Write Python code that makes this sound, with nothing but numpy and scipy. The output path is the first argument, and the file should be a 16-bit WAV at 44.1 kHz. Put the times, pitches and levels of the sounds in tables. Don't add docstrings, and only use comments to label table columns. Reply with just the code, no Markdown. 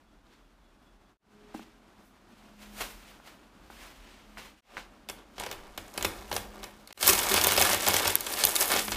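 import sys
import numpy as np
from scipy import signal
from scipy.fft import rfft, irfft
from scipy.io import wavfile

SR = 44100
rng = np.random.default_rng(int(sys.argv[2]) if len(sys.argv) > 2 else 0)


def level_to_linear(level):
    exponent = np.asarray(level, float) / 20
    return 10 ** exponent


def transcribe(u):
    v = np.clip(np.atleast_2d(u).T, -1, 1)
    q = np.round(v * 32767).astype(np.int16)
    wavfile.write(sys.argv[1], SR, q)


N = 395136

# frequency in Hz, relative density in dB per Hz.
AIR_COLOUR = [(41, -36), (70, -12), (168, -10), (197, -4.5), (308, -5.5), (472, -15), (647, -12),
              (1420, -15), (1940, -21), (3480, -24.5), (15000, -40.5)]
# time in seconds, level in dB.
AIR_LEVEL = [(0, -64), (1.1, -63), (1.3, -61), (3, -57.5), (4.7, -60.5), (8.96, -58)]
# time in seconds, level in dB.
RUMBLE_LEVEL = [(0.0, -63), (2.37, -68.5), (2.84, -56), (3.34, -66.5), (3.69, -57), (4.49, -60.5),
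                (5.5, -60), (5.94, -58), (6.09, -47.5), (6.44, -50.5), (6.89, -66), (7.14, -51),
                (8.14, -57), (8.21, -61), (8.83, -56), (8.96, -40)]
# peak in seconds, level in dB, rise in seconds, fall in seconds.
HUM_SWELLS = [(1.36, -57.5, 0.17, 0.49), (2.72, -51.5, 0.67, 0.61), (4.35, -57.5, 0.32, 0.59),
              (5.12, -54, 0.2, 0.15), (6.6, -51.5, 0.94, 0.48), (8.8, -42, 0.16, 0.52)]
# peak in seconds, level in dB, rise in seconds, fall in seconds.
OCTAVE_SWELLS = [(1.46, -57, 0.36, 0.52)]
# peak in seconds, level in dB, rise in seconds, fall in seconds.
SWAY_SWELLS = [(5.58, -50, 0.12, 0.35)]
# peak in seconds, level in dB before the brushing trim,
# rise in seconds, fall in seconds, treble in dB relative to that level.
STROKES = [(.33, -58.5, 0.092, 0.16, -10), (1.546, -49, 0.0081, 0.13, 1), (1.595, -52.5, 0.27, 0.21, -17),
           (2.06, -71, 0.084, 0.12, 12), (2.39, -57.5, 0.16, 0.36, -5), (2.63, -47.5, 0.091, 0.16, -2),
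           (2.789, -40, 0.076, 0.22, 3), (2.808, -30, 0.0089, 0.097, 0), (3.1, -50.5, 0.49, 0.17, -3),
           (3.275, -47, 0.06, 0.13, -3.5), (3.705, -54, 0.012, 0.22, 1), (3.83, -45.5, 0.21, 0.25, -3),
           (4.1, -51, 0.27, 0.39, -8), (4.381, -40.5, 0.015, 0.14, -7), (4.46, -48, 0.19, 0.093, -3),
           (4.59, -45.5, 0.033, 0.22, -7), (4.776, -38.5, 0.021, 0.085, -10)]
# time in seconds, strength in dB, hardness in dB per octave.
KNOCKS = [(1.543, -35, 2.5), (1.5468, -32.5, -1), (1.594, -35.5, 2.5), (3.2, -39, 10), (3.701, -33.5, 6),
          (4.372, -28.5, 17), (4.769, -22.5, 21), (4.779, -26, 23)]
# frequency in Hz, relative level in dB, time to die by 60 dB in seconds.
TABLE_MODES = [(223, -7, 0.18), (317, -5.5, 0.17), (810, 4, 0.0089), (1380, 0, 0.0077), (1475, -3.5, 0.016),
               (2140, -9, 0.0032)]
# start in seconds, peak in dB, pitch in Hz.
FOLDS = [(5.407, -30.5, 835), (5.428, -33, 920), (5.468, -32.5, 520), (6.3145, -25, 855),
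         (6.328, -26.5, 516), (6.355, -30, 493), (6.364, -30, 790), (7.067, -24.5, 543),
         (7.092, -23.5, 388), (7.313, -25.5, 385), (7.446, -27, 449), (7.47, -22.5, 553),
         (7.58, -19.5, 553), (7.61, -19.5, 780), (7.731, -22, 580), (7.87, -27.5, 570)]
# peak in seconds, level in dB before the crackle trim,
# rise in seconds, fall in seconds, treble in dB relative to that level.
PULLS = [(4.71, -55, 0.075, 0.4, -8), (5.2, -53.5, 0.14, 0.078, -32), (5.41, -33, 0.043, 0.12, -7),
         (5.55, -52, 0.32, 0.67, -5), (6.001, -44, 0.28, 0.99, -2), (6.343, -34.5, 0.037, 0.066, 5.5),
         (6.58, -50.5, 0.32, 0.33, -5), (6.9, -41, 0.025, 0.035, -19), (7.012, -24.5, 0.028, 1, 4),
         (7.084, -11.5, 0.024, 0.041, 6), (7.22, -35, 0.14, 0.34, 7.5), (7.36, -21, 0.22, 0.16, -1.5),
         (7.47, -22, 0.084, 0.19, 1.5), (7.599, -21, 0.13, 0.4, 1), (7.73, -23, 0.15, 0.051, 3.5),
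         (7.9, -25, 0.16, 0.46, 1.5), (7.98, -30, 0.48, 0.21, -15), (8.067, -22, 0.022, 0.062, -9),
         (8.12, -40, 0.13, 0.064, 9), (8.299, -36.5, 0.047, 0.79, 8.5), (8.439, -24, 0.19, 0.021, 0),
         (8.491, -30, 0.12, 0.1, 10.5), (8.559, -25.5, 0.0089, 0.0085, 12), (8.613, -24, 0.053, 0.031, 9),
         (8.669, -36, 0.078, 0.51, 14), (8.74, -22.5, 0.1, 0.1, -20), (8.791, -22.5, 0.27, 0.041, -4),
         (8.923, -25.5, 0.011, 0.075, -18)]
# start in seconds, level in dB before the crease and body gains,
# pitch of the crease in Hz, bag body in dB relative to that level.
SNAPS = [(5.0876, -24.5, 3520, -19.5), (5.097, -24, 2680, -15.5), (5.3645, -52, 3000, -8),
         (5.3804, -34.5, 5230, -8), (5.398, -22, 2510, -18.5), (5.4352, -35, 2640, -5.5),
         (5.4623, -27, 3370, -10.5), (5.5129, -23.5, 5900, -15), (5.526, -26, 3330, -18.5),
         (5.7763, -23, 3160, -14), (5.939, -34, 6250, -26), (5.9763, -17, 2650, -17.5),
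         (6.0086, -27.5, 3130, -13), (6.0257, -14.5, 7030, -23), (6.0467, -15, 2670, -12.5),
         (6.0504, -12, 2600, -31), (6.314, -27.5, 2900, -6.5), (6.327, -20.5, 4340, -16),
         (6.364, -12.5, 4700, -20.5), (6.377, -29, 2750, -13), (6.63, -28.5, 3400, -12),
         (6.6404, -25, 4700, -20), (6.874, -28.5, 4120, -24.5), (6.906, -31.5, 3020, -5.5),
         (6.926, -13, 4560, -23), (6.975, -19, 3010, -17.5), (7.0273, -6, 4500, -24),
         (7.0759, -4, 5700, -32), (7.0874, -10, 13200, -20), (7.094, -6, 2660, -38),
         (7.1319, -5, 6600, -24.5), (7.178, -20, 3050, -39), (7.1899, -10.5, 7230, -24),
         (7.3162, -13, 3800, -18.5), (7.3402, -6, 6120, -20), (7.3639, -10.5, 2760, -24),
         (7.3767, -14, 3140, -13), (7.4127, -8.5, 5200, -34), (7.439, -4.5, 13100, -29),
         (7.444, -7, 6540, -24), (7.4693, -3, 12300, -27), (7.5194, -9.5, 8330, -17.5),
         (7.5758, -8, 4940, -21), (7.5781, -10, 3020, -16), (7.6059, -15, 3070, -20),
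         (7.6138, -4, 10700, -22), (7.622, -6.5, 2700, -25), (7.6899, -22, 6900, -9),
         (7.731, -10.5, 5900, -24), (7.745, -9.5, 12100, -20), (7.8, -23, 5450, -33),
         (7.866, -8, 3200, -22), (7.876, -9.5, 3950, -19.5), (7.884, -5.5, 14000, -28),
         (7.9403, -8.5, 5570, -18), (7.9651, -5.5, 3260, -42), (8.054, -18.5, 2790, -9),
         (8.077, -6.5, 12700, -32), (8.1021, -16, 2900, -37), (8.207, -17.5, 11300, -48),
         (8.2658, -18.5, 2990, -21), (8.338, -16.5, 4700, -24.5), (8.4377, -5.5, 3300, -26.5),
         (8.47, -11, 6300, -41), (8.555, -9, 7400, -37), (8.5625, -7.5, 3990, -45),
         (8.6113, -7.5, 6100, -48), (8.624, -11.5, 13100, -43), (8.6268, -14, 4860, -35),
         (8.7178, -10.5, 4500, -32), (8.7368, -13, 3400, -17), (8.8796, -24.5, 2980, -8),
         (8.9178, -18, 2700, -13.5)]
# time in seconds, strength of the click in dB.
CRACKS = [(8.155, 3), (8.4519, 4.5)]
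# frequency in Hz, width in Hz, gain in dB around which it wanders.
BAG_RESONANCES = [(357, 250, -2.5), (566, 66, -7.5), (796, 410, -2)]
SHADES_HZ = [45, 700, 3500, 11000]
# delay in seconds, level in dB.
ECHOES = [(.005, -16.5), (.011, -18)]
# centre in Hz, time to die by 60 dB in seconds, relative level in dB.
ROOM_BANDS = [(150, 0.41, 11.5), (540, 0.5, -2), (2190, 0.37, 3), (5750, 0.38, -3), (14700, 0.26, 0.5)]
# sound stops in seconds, fade-out in seconds, sound returns in seconds,
# fade-in in seconds.
FADES = [(1.171, .1, 1.19, .15), (4.607, .1, 4.622, .13), (6.929, .1, 6.945, .13)]


def rms_one(x):
    return x / np.sqrt(np.mean(x ** 2) + 1e-20)


def level_line(rows):
    s, db = np.transpose(rows)
    return np.interp(np.arange(N) / SR, s, db)


def band(x, low_hz, high_hz):
    sos = signal.butter(2, [low_hz, min(high_hz, .45 * SR)], "band", fs=SR, output="sos")
    return signal.sosfilt(sos, x)


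def drift(corner_hz):
    r = np.exp(-80 * np.pi * corner_hz / SR)
    noise = rng.standard_normal(N // 40 + 2002)
    slow = signal.lfilter([1], [1, -2 * r, r * r], noise)[2000:]
    return np.interp(np.arange(N) / 40, np.arange(len(slow)), rms_one(slow))


def resonance(x, hz, width_hz):
    r = np.exp(-np.pi * width_hz / SR)
    poles = [1, -2 * r * np.cos(2 * np.pi * hz / SR), r * r]
    return signal.lfilter([(1 - r * r) / 2, 0, (r * r - 1) / 2], poles, x)


def ring(clicks, hz, t60):
    r, w = level_to_linear(-60 / (t60 * SR)), 2 * np.pi * hz / SR
    return signal.lfilter([0, np.sin(w)], [1, -2 * r * np.cos(w), r * r], clicks + 1e-18)


def click_at(s, db):
    return level_to_linear(db) * (np.arange(N) == round(s * SR))


def swells(rows, colour_db=0):
    t, power = np.arange(N) / SR, np.zeros(N)
    for (peak_s, db, rise_s, fall_s, *_), shift_db in zip(rows, np.broadcast_to(colour_db, len(rows))):
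        rising, falling = (peak_s - t) / max(rise_s, .005), (t - peak_s) / max(fall_s, .005)
        away = np.where(t < peak_s, rising, falling)
        near = away < 4
        power[near] += level_to_linear(2 * (db + shift_db - 20 * away[near]))
    return np.sqrt(power)


def shades(x, centres_hz):
    log_hz = np.log(np.fft.rfftfreq(x.shape[-1], 1 / SR) + 1)
    spectrum = rfft(x)
    weights = [np.interp(log_hz, np.log(centres_hz), one) for one in np.eye(len(centres_hz))]
    return [irfft(spectrum * weight, x.shape[-1]) for weight in weights]


def coloured(x, rows, body_db):
    _, body, middle, treble = [rms_one(part) for part in shades(x, SHADES_HZ)]
    treble_db = np.array(rows)[:, 4]
    return swells(rows, body_db) * body + swells(rows) * middle + swells(rows, treble_db) * treble


def ventilation():
    hz = np.fft.rfftfreq(N, 1 / SR)
    points_hz, points_db = np.transpose(AIR_COLOUR)
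    colour_db = np.interp(np.log(hz + 1), np.log(points_hz), points_db)
    air = rms_one(irfft(rfft(rng.standard_normal(N)) * level_to_linear(colour_db), N))
    return level_to_linear(level_line(AIR_LEVEL) + 1.2 * drift(12.4)) * air


def rumble():
    rumble_hz = 40
    narrow = resonance(rng.standard_normal(N), rumble_hz, 10)
    return level_to_linear(level_line(RUMBLE_LEVEL)) * rms_one(resonance(narrow, rumble_hz, 45))


def hum():
    hum_hz, waver_hz = 208.5, 1.2
    phase = 2 * np.pi * np.cumsum(hum_hz + waver_hz * drift(3)) / SR
    return swells(HUM_SWELLS) * np.sin(phase) + swells(OCTAVE_SWELLS) * np.sin(2 * phase)


def table_sway():
    sway_hz = 17
    return swells(SWAY_SWELLS) * np.sin(2 * np.pi * sway_hz * np.arange(N) / SR)


def whine():
    t = np.arange(N) / SR
    whine_hz, level_db, flicker_db, ends_s = 3402, -82.5, 5, 1.17
    return level_to_linear(level_db + flicker_db * drift(9.9)) * (t < ends_s) * np.sin(2 * np.pi * whine_hz * t)


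def drip():
    return ring(click_at(.268, -55), 3850, .01)


def brushing():
    trim_db, uneven_db, body_db = -9, 0.94, 1
    noise = rng.standard_normal(N)
    cloth = noise + level_to_linear(0.45) * resonance(noise, 2720, 2700)
    return level_to_linear(trim_db + uneven_db * drift(23)) * coloured(cloth, STROKES, body_db)


def knocks():
    out, (s, strength_db, hardness_db) = np.zeros(N), np.transpose(KNOCKS)
    for k, (hz, level_db, t60) in enumerate(TABLE_MODES):
        clicks = np.zeros(N)
        tilt_db = hardness_db * np.log2(hz / 1400)
        uneven_db = rng.normal(0, 0.27, len(s))
        clicks[np.round(s * SR).astype(int)] = level_to_linear(strength_db + level_db + tilt_db + uneven_db)
        out += (-1) ** k * ring(clicks, hz, t60)
    return signal.lfilter(np.hanning(14) / 6.5, 1, out)


def ping():
    return ring(click_at(4.105, -66), 8090, .45)


def bag_body(x):
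    wander_db, wander_hz = 3.5, 14
    out = x
    for hz, width_hz, db in BAG_RESONANCES:
        out = out + level_to_linear(db + wander_db * drift(wander_hz)) * resonance(x, hz, width_hz)
    return out


def folds():
    rise_s, cycles = 0.0007, 16
    out, t = np.zeros(N + 4096), np.arange(4096) / SR
    for (s, peak_db, hz), start in zip(FOLDS, rng.random(len(FOLDS))):
        shape = (1 - np.exp(-t / rise_s)) * level_to_linear(-60 * t * hz / cycles)
        i = round(s * SR)
        out[i:i + len(t)] += level_to_linear(peak_db) * shape / shape.max() * np.sin(2 * np.pi * (hz * t + start))
    return out[:N]


def crackle():
    clumps = drift(40)
    born = rng.random(N) < 2000 * level_to_linear(3 * clumps) / SR
    sizes = born * level_to_linear(4 * np.minimum(rng.exponential(1, N), 2.9)) * rng.choice([-1, 1], N)
    patches_hz, dealt = np.geomspace(400, 15000, 20), rng.integers(0, 20, N)
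    grains = np.zeros(N)
    for k, hz in enumerate(patches_hz):
        grains += ring(sizes * (dealt == k), hz, 0.00014 + 3.86 / hz) * np.sqrt(hz)
    friction = .45 * level_to_linear(2 * clumps) * rng.standard_normal(N)
    sheet = bag_body(rms_one(grains) + friction)
    body_db = -1.5 - 0.38 * (np.array(PULLS)[:, 1] + 30)
    return level_to_linear(-9) * coloured(sheet, PULLS, body_db)


def evened(bursts):
    spectrum, length = rfft(bursts), bursts.shape[-1]
    fade = np.hanning(2 * length)[length:] ** 8
    flat = irfft(spectrum / np.abs(spectrum) ** .8, length) * fade
    energy, flat_energy = [np.sum(x ** 2, axis=-1, keepdims=True) for x in (bursts, flat)]
    return flat * np.sqrt(energy / flat_energy)


def snaps():
    body_s, snap_s, shortening = 0.0325, 0.0174, 0.47
    crease_gain_db, body_gain_db = -3, 14.5
    sheet_db, crease_width = -9, 0.16
    patch_db, patch_width, patch_octaves = 2.5, 0.033, 1.09
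    thump_db = 2
    rise_s = np.array([[.0012], [.0002]])
    body, creases, even = np.zeros((3, N + 4096))
    t = np.arange(4096) / SR
    bursts = rng.choice([-1., 1.], (len(SNAPS), 2, 4096))
    patches = patch_octaves * rng.standard_normal((len(SNAPS), 4))
    for (s, level_db, hz, body_db), burst, octaves in zip(SNAPS, bursts, patches):
        decay_s = np.array([[body_s], [snap_s * (3000 / hz) ** shortening]])
        thud, snap = evened((1 - np.exp(-t / rise_s)) * level_to_linear(-60 * t / decay_s) * burst)
        snap = band(snap, 2060, 15000)
        crease = level_to_linear(sheet_db) * snap + resonance(snap, hz, crease_width * hz)
        for patch_hz in np.clip(hz * 2 ** octaves, 2000, 15000):
            crease = crease + level_to_linear(patch_db) * resonance(snap, patch_hz, patch_width * patch_hz)
        here = slice(round(s * SR), round(s * SR) + len(t))
        crease_gain = level_to_linear(level_db + crease_gain_db) / np.abs(crease).max()
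        body[here] += level_to_linear(level_db + body_db + body_gain_db) * thud
        creases[here] += crease_gain * crease
        even[here] += crease_gain * snap * crease.std() / snap.std()
    body, creases, even = [part[:N] + 1e-18 for part in (body, creases, even)]
    body = band(bag_body(body), 210, 3900) + level_to_linear(thump_db) * band(body, 65, 120)
    return body + creases, body + even


def cracks():
    clicks = sum(click_at(s, db) for s, db in CRACKS)
    high, middle, low = ring(clicks, 12750, 0.0013), ring(clicks, 10500, 0.0021), ring(clicks, 3700, 0.014)
    return high + level_to_linear(-10) * middle + level_to_linear(-29) * low


def room(x, wet_db):
    t = np.arange(int(.8 * SR)) / SR
    hz, t60, level_db = np.transpose(ROOM_BANDS)
    bands = shades(rng.standard_normal(len(t)), hz)
    tail = sum(part * level_to_linear(db - 60 * t / s) for part, s, db in zip(bands, t60, level_db))
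    tail = tail * (1 - np.exp(-t / 0.00057))
    tail = level_to_linear(wet_db) * tail / np.sqrt(np.sum(tail ** 2))
    early = np.zeros(len(t))
    for s, db in ECHOES:
        early[round(s * SR)] = level_to_linear(db)
    return signal.fftconvolve(x, tail + band(early, 53, 2800))[:N]


def scene():
    background = ventilation() + rumble() + hum() + table_sway() + whine() + drip()
    close, spread = snaps()
    rustle = folds() + crackle()
    blows = knocks() + ping()
    reverb = room(spread + rustle, wet_db=-6.5) + room(blows, wet_db=-15)
    return (background + brushing() + blows + rustle + close + cracks() + reverb)[None]


def roll_off(x):
    return signal.sosfilt(signal.butter(12, 16330, fs=SR, output="sos"), x)


def record(dry):
    t, gain = np.arange(N) / SR, np.ones(N)
    for stop, out_s, back, in_s in FADES:
        falling = np.clip((stop + 0.03 - t) / out_s, 0, 1) * (t < stop)
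        rising = np.clip((t - back + .015) / in_s, 0, 1) * (t > back)
        gain *= (falling + rising) ** 1.81
    x = dry * gain + level_to_linear(-100) * rng.standard_normal(N)
    x = signal.sosfilt(signal.cheby2(20, 35, 15250, fs=SR, output="sos"), x)
    return roll_off(np.clip(x, -1, 1))


dry = scene()
out = record(dry)
transcribe(out)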